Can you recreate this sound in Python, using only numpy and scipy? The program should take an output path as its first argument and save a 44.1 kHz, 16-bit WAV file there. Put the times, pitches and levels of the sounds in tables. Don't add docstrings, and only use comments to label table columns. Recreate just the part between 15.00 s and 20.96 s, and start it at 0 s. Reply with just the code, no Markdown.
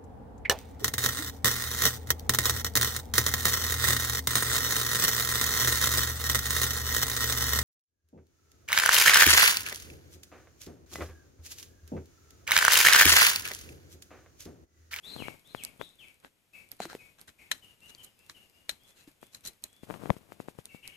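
import sys
import numpy as np
from scipy import signal
from scipy.fft import rfft, irfft
from scipy.io import wavfile
from scipy.ndimage import uniform_filter1d

SR = 44100
rng = np.random.default_rng(int(sys.argv[2]) if len(sys.argv) > 2 else 0)


def file_out(sig):
    cols = np.atleast_2d(sig).T
    lim = np.clip(cols, -1, 1)
    pcm = np.round(lim * 32767).astype(np.int16)
    wavfile.write(sys.argv[1], SR, pcm)


N = 262836
TIME = np.arange(N) / SR

# (time [s], level before the bite factor [dB], decay time [ms],
# treble tilt [dB per octave])
FORK_STRIKES = [(2.5142, -11.5, 5.14, 0), (3.2972, -25, 1.6, -3.5), (3.6924, -14.5, 5.3, 1.4),
                (3.7096, -34, 3.8, 1), (4.3464, -29.5, 3.3, 2.5), (4.451, -29.5, 5, 9),
                (4.4597, -30, 5.3, 10), (4.473, -27, 7.8, 14), (4.64, -14, 0.87, 14)]
# (pitch [Hz], relative level [dB], time to fall 60 dB before damping [s])
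BOWL_MODES = [(520, -9.5, 0.11), (760, -71, 0.095), (1290, 3.5, 0.061), (1800, 13, 0.013),
              (2120, -28, 0.023), (3097, -9.5, 0.47), (3600, -2, 0.011), (4047, 4.5, 0.048),
              (4040, 24, 0.053), (3900, -46.5, 0.0043), (5530, 14, 0.017), (5770, -63, 0.051),
              (6330, 9.5, 0.033), (6800, -1, 0.098), (8170, -1, 0.006), (10300, -35, 0.029)]
# (frequency [Hz], relative level [dB per Hz])
CONTACT_COLOUR = [(120, -37), (250, -13.5), (560, -10), (1000, -8), (1550, 1.5), (2500, -4.5), (3100, -5),
                  (4100, -13.5), (5100, -10.5), (6500, -5), (9000, -4.5), (12500, -2.5), (15000, -25)]
# (middle [s], half length [s], level [dB],
# treble tilt [dB per octave])
FORK_SCRAPES = [(.643, 0.016, -57, 5), (1.253, 0.022, -55.5, -9), (1.832, 0.029, -44, -4),
                (1.83, 0.0019, -42, -3.5), (1.914, 0.027, -46.5, -6), (2.195, 0.0099, -57.5, -3.5),
                (2.29, 0.012, -53, -2.5), (2.896, .013, -55, 0), (3.044, 0.013, -49, 16),
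                (3.304, 0.02, -60.5, -.5), (3.891, 0.025, -62, 3), (3.997, 0.036, -61, -1),
                (4.351, 0.024, -57.5, -1), (4.468, 0.023, -45.5, 3)]
# (time [s], level [dB],
# pitch [Hz], ring decay time [ms])
LANDINGS = [(1.803, -18, 733, 1.83), (1.8066, -32.5, 202, 5.1), (1.8542, -19, 865, 0.36),
            (1.8553, -35, 336, 10.6), (1.9305, -32, 825, 1.7), (1.9507, -24.5, 440, 2.1),
            (3.693, -34.5, 596, 3.5), (4.076, -40.5, 300, 7.1)]

# (time [s], level on the right [dB], main ring [Hz], left above right [dB])
LOUD_SNAPS = [(.637, -24.5, 8170, -2), (0.6497, -20, 11300, 9.5), (1.7167, -22.5, 11900, -13),
              (2.214, -32.5, 11300, 0), (2.9492, -43, 4600, 4), (3.0474, -36, 9800, -12),
              (4.6389, -24, 8070, -30), (5.6558, -31, 9350, 7.5), (5.8769, -28, 11100, 8)]
# (multiple of its main ring [1], relative level [dB], decay time [s])
SPLINTER_MODES = [(.4, -1.5, 0.00023), (.76, 6.5, 0.00011), (1, 3, 0.00064), (1.5, 8.5, 0.00024)]
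CRACKLE_PER_S, CRACKLE_DB, CRACKLE_HZ, CRACKLE_SPREAD_DB = 9.4, -51.5, 10200, 2.5
# (frequency [Hz], level [dB])
LEFT_COLOUR = [(2500, -4), (4200, 5), (8000, 0), (9500, -15), (14000, -7.5)]
RIGHT_COLOUR = [(2500, 0.17), (4200, 5.2), (9500, 4.05), (11800, 1.17), (14000, 1.8)]

# (time [s], spike level [dB], 1/e half width [ms])
GRIP_POPS = [(0.1637, -24, 0.28), (.203, -23.5, .44), (.223, -20.5, .36), (.2837, -15.5, 0.11),
             (.5487, -13.5, 0.11), (.812, -21.5, 0.34), (.814, -14, 0.083), (1.248, -25, 0.052),
             (4.2298, -28.5, 0.18), (4.834, -26.5, 0.7), (4.9013, -18, .29), (4.908, -17.5, 0.19),
             (4.941, -21.5, 0.075), (5.0366, -24, 0.38), (5.058, -18.5, 0.27), (5.0961, -14.5, 0.59),
             (5.1032, -4, 0.16), (5.1665, -28, 0.5), (5.3213, -25, 0.15), (5.4019, -20, 0.32),
             (5.485, -20.5, 0.29), (5.588, -26.5, 0.3), (5.7474, -28, .75)]
# (middle [s], half length [s], level [dB])
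RUB_STROKES = [(0.232, 0.11, -46.5), (0.64, 0.17, -61), (0.813, 0.017, -44), (4.458, 0.023, -57.5),
               (4.922, 0.046, -40.5), (5.06, 0.071, -44), (5.32, 0.31, -58)]
# (frequency [Hz], relative level [dB per Hz])
RUB_COLOUR = [(40, -11.5), (130, 7.5), (300, 2.5), (700, -3), (1500, -11.5), (3000, -28), (8000, -60.5)]
RUB_GRAINS_PER_S = 1000
# (time [s], level [dB])
BODY_KNOCKS = [(5.104, -9.5), (5.588, -34.5)]
# (pitch [Hz], relative level [dB], decay time [s])
BODY_MODES = [(188, 5, 0.003), (513, 1.5, .002), (1000, 0, 0.00086)]

# (rise start [s], rise length [s], rise level [dB],
# fall start [s], fall length [s], fall level [dB])
TWO_PART_WHISTLES = [(0.023, 0.14, -48, 0.17, 0.11, -47.5), (0.439, 0.097, -61, .56, 0.087, -51.5),
                     (0.793, 0.061, -53.5, 0.98, 0.086, -54.5)]
UP_HZ, UP_TOP_HZ, UP_OCT_PER_S, UP_ROUGH = 3150, 4110, 6.2, .17
DOWN_HZ, DOWN_END_HZ, DOWN_OCT_PER_S, DOWN_ROUGH = 3720, 2205, 10.5, 0.2
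# (time [s], high note start [Hz], level [dB], roughness [0-1])
RASPY_CHIRPS = [(1.53, 2648, -53, 0.18), (1.983, 2550, -57, 0.13), (2.383, 2423, -57.5, 0.46),
                (5.684, 2774, -57, 0.15), (5.824, 2940, -52, 0.32), (5.926, 2784, -59, 0.48)]
CHIRP_NOTE_S, CHIRP_STEP_S, CHIRP_SAG_OCT = 0.044, 0.014, 0.034
LOW_NOTE_HZ, LOW_NOTE_DB = 2275, -2
# (time [s], start pitch [Hz], level [dB])
FALLING_NOTES = [(2.618, 3097, -56.5), (2.974, 3223, -55.5), (3.341, 3080, -57.5), (3.96, 2920, -68)]
FALL_S, FALL_OCT = 0.0484, 0.184
# (time [s], length [s], start pitch [Hz], level [dB])
RISING_NOTES = [(2.81, 0.0705, 2690, -57), (3.171, 0.087, 2580, -68), (3.52, 0.1, 2700, -69),
                (3.788, 0.087, 3200, -66.5), (4.202, 0.071, 3230, -71.5), (4.659, .16, 3250, -71)]
RISE_OCT, SLUR_ROUGH = .13, 0.092
# (time [s], length [s], level [dB])
DISTANT_WHISTLES = [(3.056, .18, -85), (3.42, 0.17, -84)]
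FAR_HZ = 5050

# (frequency [Hz], relative level [dB per Hz])
AIR_COLOUR = [(18, -3), (35, -8.5), (70, 2.5), (150, 0.5), (300, -3.5), (520, -5.5), (1100, -11),
              (1800, -10.5), (2350, -7), (3200, -10), (5500, -15), (7300, -14.5), (13500, -15.5),
              (15000, -24)]
# (frequency [Hz], left above right [dB])
AIR_SIDES = [(60, -3), (300, 6), (1200, 5.5), (3000, 5.5), (6000, 0)]
# (frequency [Hz], likeness [0-1])
AIR_LIKENESS = [(60, 0.71), (500, 0.27), (2000, 0), (4500, 0), (7000, 1)]
# (time [s], level [dB])
AIR_LEVEL = [(0, -51.5), (1.3, -56), (2, -53.5), (4.6, -53), (5.1, -56), (5.9, -54.5)]
EDGE_HZ = 14800


def amp(db):
    return 10 ** (np.asarray(db) / 20)


def evened(x):
    return x / np.sqrt(np.mean(x ** 2) + 1e-20)


def read(points, hz):
    f, value = np.transpose(points)
    return np.interp(np.log(hz + 1), np.log(f + 1), value)


def colour(x, points, tilt_db=0):
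    hz = np.fft.rfftfreq(x.shape[-1], 1 / SR)
    octaves = np.log2(np.maximum(hz, 300) / 4000)
    gain = amp(read(points, hz) + tilt_db * octaves)
    return irfft(rfft(x) * gain, x.shape[-1])


def filtered(x, hz, kind):
    return signal.sosfilt(signal.butter(2, hz, kind, fs=SR, output="sos"), x)


def pan(balance_db):
    return amp([[balance_db / 2], [-balance_db / 2]])


def add(mix, s, sound):
    part = mix[..., max(round(s * SR), 0):][..., :sound.shape[-1]]
    part += sound[..., :part.shape[-1]]


def swell(t, middle, half):
    return np.exp(-abs((t - middle) / half) ** 3)


def echoes(x, t60, rise, per_s=3000):
    t = TIME[:SR]
    signs = rng.choice([-1., 1.], (2, SR))
    taps = signs * (rng.random((2, SR)) < per_s / SR)
    tail = taps * 10 ** (-3 * t / t60) * (1 - np.exp(-t / rise))
    tail /= np.linalg.norm(tail, axis=1, keepdims=True)
    return signal.fftconvolve(np.atleast_2d(x), tail, axes=1)[:, :N]


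def clinks(ring_db=-2, side_db=6.5, bite=0.31):
    out, t = np.zeros((2, N)), TIME[:SR // 5]
    for s, db, decay_ms, tilt_db in FORK_STRIKES:
        contact = (1 - np.exp(-t / .0004)) * np.exp(-1000 * t / decay_ms)
        noise = rng.standard_normal((2, len(t)))
        chatter = evened(colour(noise, CONTACT_COLOUR, tilt_db)) * contact
        ring = amp(ring_db) * chatter.std() * evened(bowl_ring(chatter))
        add(out, s, bite * amp(db) * (chatter + ring))
    return pan(side_db) * out


def bowl_ring(x, damping=4.6):
    t = TIME[:SR // 5]
    ring = np.zeros((2, len(t)))
    for hz, db, t60 in BOWL_MODES:
        fading = amp(db - 60 * t * damping / t60)
        ring += fading * np.sin(2 * np.pi * (hz * t + rng.random((2, 1))))
    return signal.fftconvolve(x, ring, axes=1)[:, :x.shape[1]]


def scrapes(ring_db=-6, side_db=5.0):
    out, t = np.zeros((2, N)), TIME[:SR // 4]
    middle = t.mean()
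    for s, half, db, tilt_db in FORK_SCRAPES:
        steps = np.clip(rng.standard_normal(len(t)), -2, 2)
        grains = amp(4.5 * np.repeat(steps, repeats=60)[:len(t)])
        noise = rng.standard_normal((2, len(t)))
        slips = evened(colour(noise * grains, CONTACT_COLOUR, tilt_db))
        sound = evened(slips + amp(ring_db) * evened(bowl_ring(slips)))
        add(out, s - middle, amp(db) * sound * swell(t, middle, half))
    return pan(side_db) * out


def thuds(slap_db=-11, slap_time=0.0007, slap_tilt_db=-5, side_db=6.0, low_hz=130):
    out, t = np.zeros(N), TIME[:SR // 10]
    for s, db, hz, ring_ms in LANDINGS:
        body = np.sin(2 * np.pi * hz * t) * np.exp(-1000 * t / ring_ms)
        noise = evened(colour(rng.standard_normal(len(t)), CONTACT_COLOUR, slap_tilt_db))
        slap = noise * np.exp(-t / slap_time)
        add(out, s, amp(db) * (body + amp(slap_db) * slap))
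    return pan(side_db) * filtered(out, low_hz, "high")


def fire(rise=0.0002, fizz_db=-25, fizz_time=0.0025):
    out, t = np.zeros((2, N)), TIME[:SR // 20]
    for s, db, hz, side_db in LOUD_SNAPS + crackle():
        ring = np.zeros((2, len(t)))
        for multiple, mode_db, decay in SPLINTER_MODES:
            wave = np.sin(2 * np.pi * (hz * multiple * t + rng.random((2, 1))))
            ring += amp(mode_db) * np.exp(-t / decay) * wave
        fizz = amp(fizz_db) * rng.standard_normal((2, len(t))) * np.exp(-t / fizz_time)
        add(out, s, amp([[db + side_db], [db]]) * (ring + fizz) * (1 - np.exp(-t / rise)))
    return out


def crackle():
    waits, sizes, rings, sides = rng.random((60, 4)).T
    times = np.cumsum(-np.log(1 - waits)) / CRACKLE_PER_S
    levels = CRACKLE_DB + CRACKLE_SPREAD_DB * (2 * sizes - 1)
    pitches = CRACKLE_HZ * (1 + 0.36 * (rings - .5))
    return [row for row in zip(times, levels, pitches, 10 * sides) if row[0] < N / SR]


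def handling(low_hz=160, top_hz=3200, lift_db=3, leak_db=-38):
    spikes, t = np.zeros(N), TIME[:SR // 50]
    middle = t.mean()
    for s, db, width_ms in GRIP_POPS:
        add(spikes, s - middle, amp(db) * np.exp(-1000 * abs(t - middle) / width_ms))
    pops = amp(lift_db) * filtered(spikes, [low_hz, top_hz], "band")
    grit = rng.standard_normal(N) * (rng.random(N) < RUB_GRAINS_PER_S / SR)
    strokes = sum(amp(db) * swell(TIME, s, half) for s, half, db in RUB_STROKES)
    rub = evened(colour(grit, RUB_COLOUR)) * strokes
    return amp([[0], [leak_db]]) * (pops + rub + knocks())


def knocks():
    out, t = np.zeros(N), TIME[:SR // 10]
    ring = sum(amp(db) * np.sin(2 * np.pi * hz * t) * np.exp(-t / decay) for hz, db, decay in BODY_MODES)
    for s, db in BODY_KNOCKS:
        add(out, s, amp(db) * ring)
    return filtered(out, 70, "high")


def birds(direct_db=-3.5, near_db=-4.0, far_db=-7.0, flutter=0.17, side_db=8.5,
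          distance_loss=0.16, taper=0.44):
    song, direct = np.zeros((2, N))
    nearest_db = max(row[2] for row in TWO_PART_WHISTLES)
    for s, hz, db, rough in syllables():
        rasp = evened(uniform_filter1d(rng.standard_normal(SR), size=70))[:len(hz)]
        turns = np.cumsum(hz * (1 + flutter * rough * rasp)) / SR
        tone = np.sin(2 * np.pi * turns) * signal.windows.tukey(len(hz), taper)
        note = amp(db) * evened(tone)
        add(song, s, note)
        add(direct, s, note * amp(distance_loss * (db - nearest_db)))
    near_trees = amp(near_db) * echoes(song, t60=0.21, rise=0.055, per_s=710)
    far_trees = amp(far_db) * echoes(song, t60=0.34, rise=0.012)
    return pan(side_db) * (amp(direct_db) * direct + near_trees + far_trees)


def syllables():
    for up_s, up_length, up_db, down_s, down_length, down_db in TWO_PART_WHISTLES:
        up, down = TIME[TIME < up_length], TIME[TIME < down_length]
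        rise = np.minimum(UP_HZ * 2 ** (UP_OCT_PER_S * up), UP_TOP_HZ)
        fall = np.maximum(DOWN_HZ * 2 ** (-DOWN_OCT_PER_S * down), DOWN_END_HZ)
        yield up_s, rise, up_db, UP_ROUGH
        yield down_s, fall, down_db, DOWN_ROUGH
    for s, hz, db, rough in RASPY_CHIRPS:
        yield s, glide(CHIRP_NOTE_S, hz, -CHIRP_SAG_OCT), db, rough
        low_note = glide(CHIRP_NOTE_S, LOW_NOTE_HZ, -CHIRP_SAG_OCT)
        yield s + CHIRP_STEP_S, low_note, db + LOW_NOTE_DB, rough
    for s, hz, db in FALLING_NOTES:
        yield s, glide(FALL_S, hz, -FALL_OCT), db, SLUR_ROUGH
    for s, length, hz, db in RISING_NOTES:
        yield s, glide(length, hz, RISE_OCT), db, SLUR_ROUGH
    for s, length, db in DISTANT_WHISTLES:
        yield s, glide(length, FAR_HZ, 0), db, SLUR_ROUGH / 2


def glide(length, start_hz, octaves):
    return start_hz * 2 ** np.linspace(0, octaves, int(length * SR))


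def air():
    hz = np.fft.rfftfreq(N, 1 / SR)
    first, other = rfft(rng.standard_normal((2, N)))
    same = np.clip(read(AIR_LIKENESS, hz), -1, 1)
    side = amp(read(AIR_SIDES, hz) / 2)
    left = first * side
    right = (same * first + np.sqrt(1 - same ** 2) * other) / side
    noise = irfft(np.array([left, right]), N)
    level_db = np.interp(TIME, *np.transpose(AIR_LEVEL))
    return evened(colour(noise, AIR_COLOUR)) * amp(level_db)


def suppressor(sound, open_db=-43, slope=0.59, depth_db=17, release=0.005):
    power = abs(uniform_filter1d((sound ** 2).mean(0), size=400))
    keep = np.exp(-1 / (release * SR))
    smooth_power = signal.lfilter([1 - keep], [1, -keep], power)
    level_db = 10 * np.log10(smooth_power + 1e-12)
    opening = amp(np.minimum(slope * (level_db - open_db), 0))
    gain = np.hypot(opening, amp(-depth_db))
    return uniform_filter1d(gain, size=500)


def scene(yard_db=-20):
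    left, right = clinks() + scrapes() + thuds() + fire()
    near = np.array([colour(left, LEFT_COLOUR), colour(right, RIGHT_COLOUR)])
    yard = amp(yard_db) * echoes(near, t60=0.22, rise=0.0023)
    sounds = near + yard + birds() + handling()
    return sounds + air() * suppressor(sounds)


def record(dry):
    low_pass = signal.firwin(401, EDGE_HZ, window=("kaiser", 9), fs=SR)
    return signal.oaconvolve(dry, low_pass[None], "same")


dry = scene()
out = record(dry)
file_out(out)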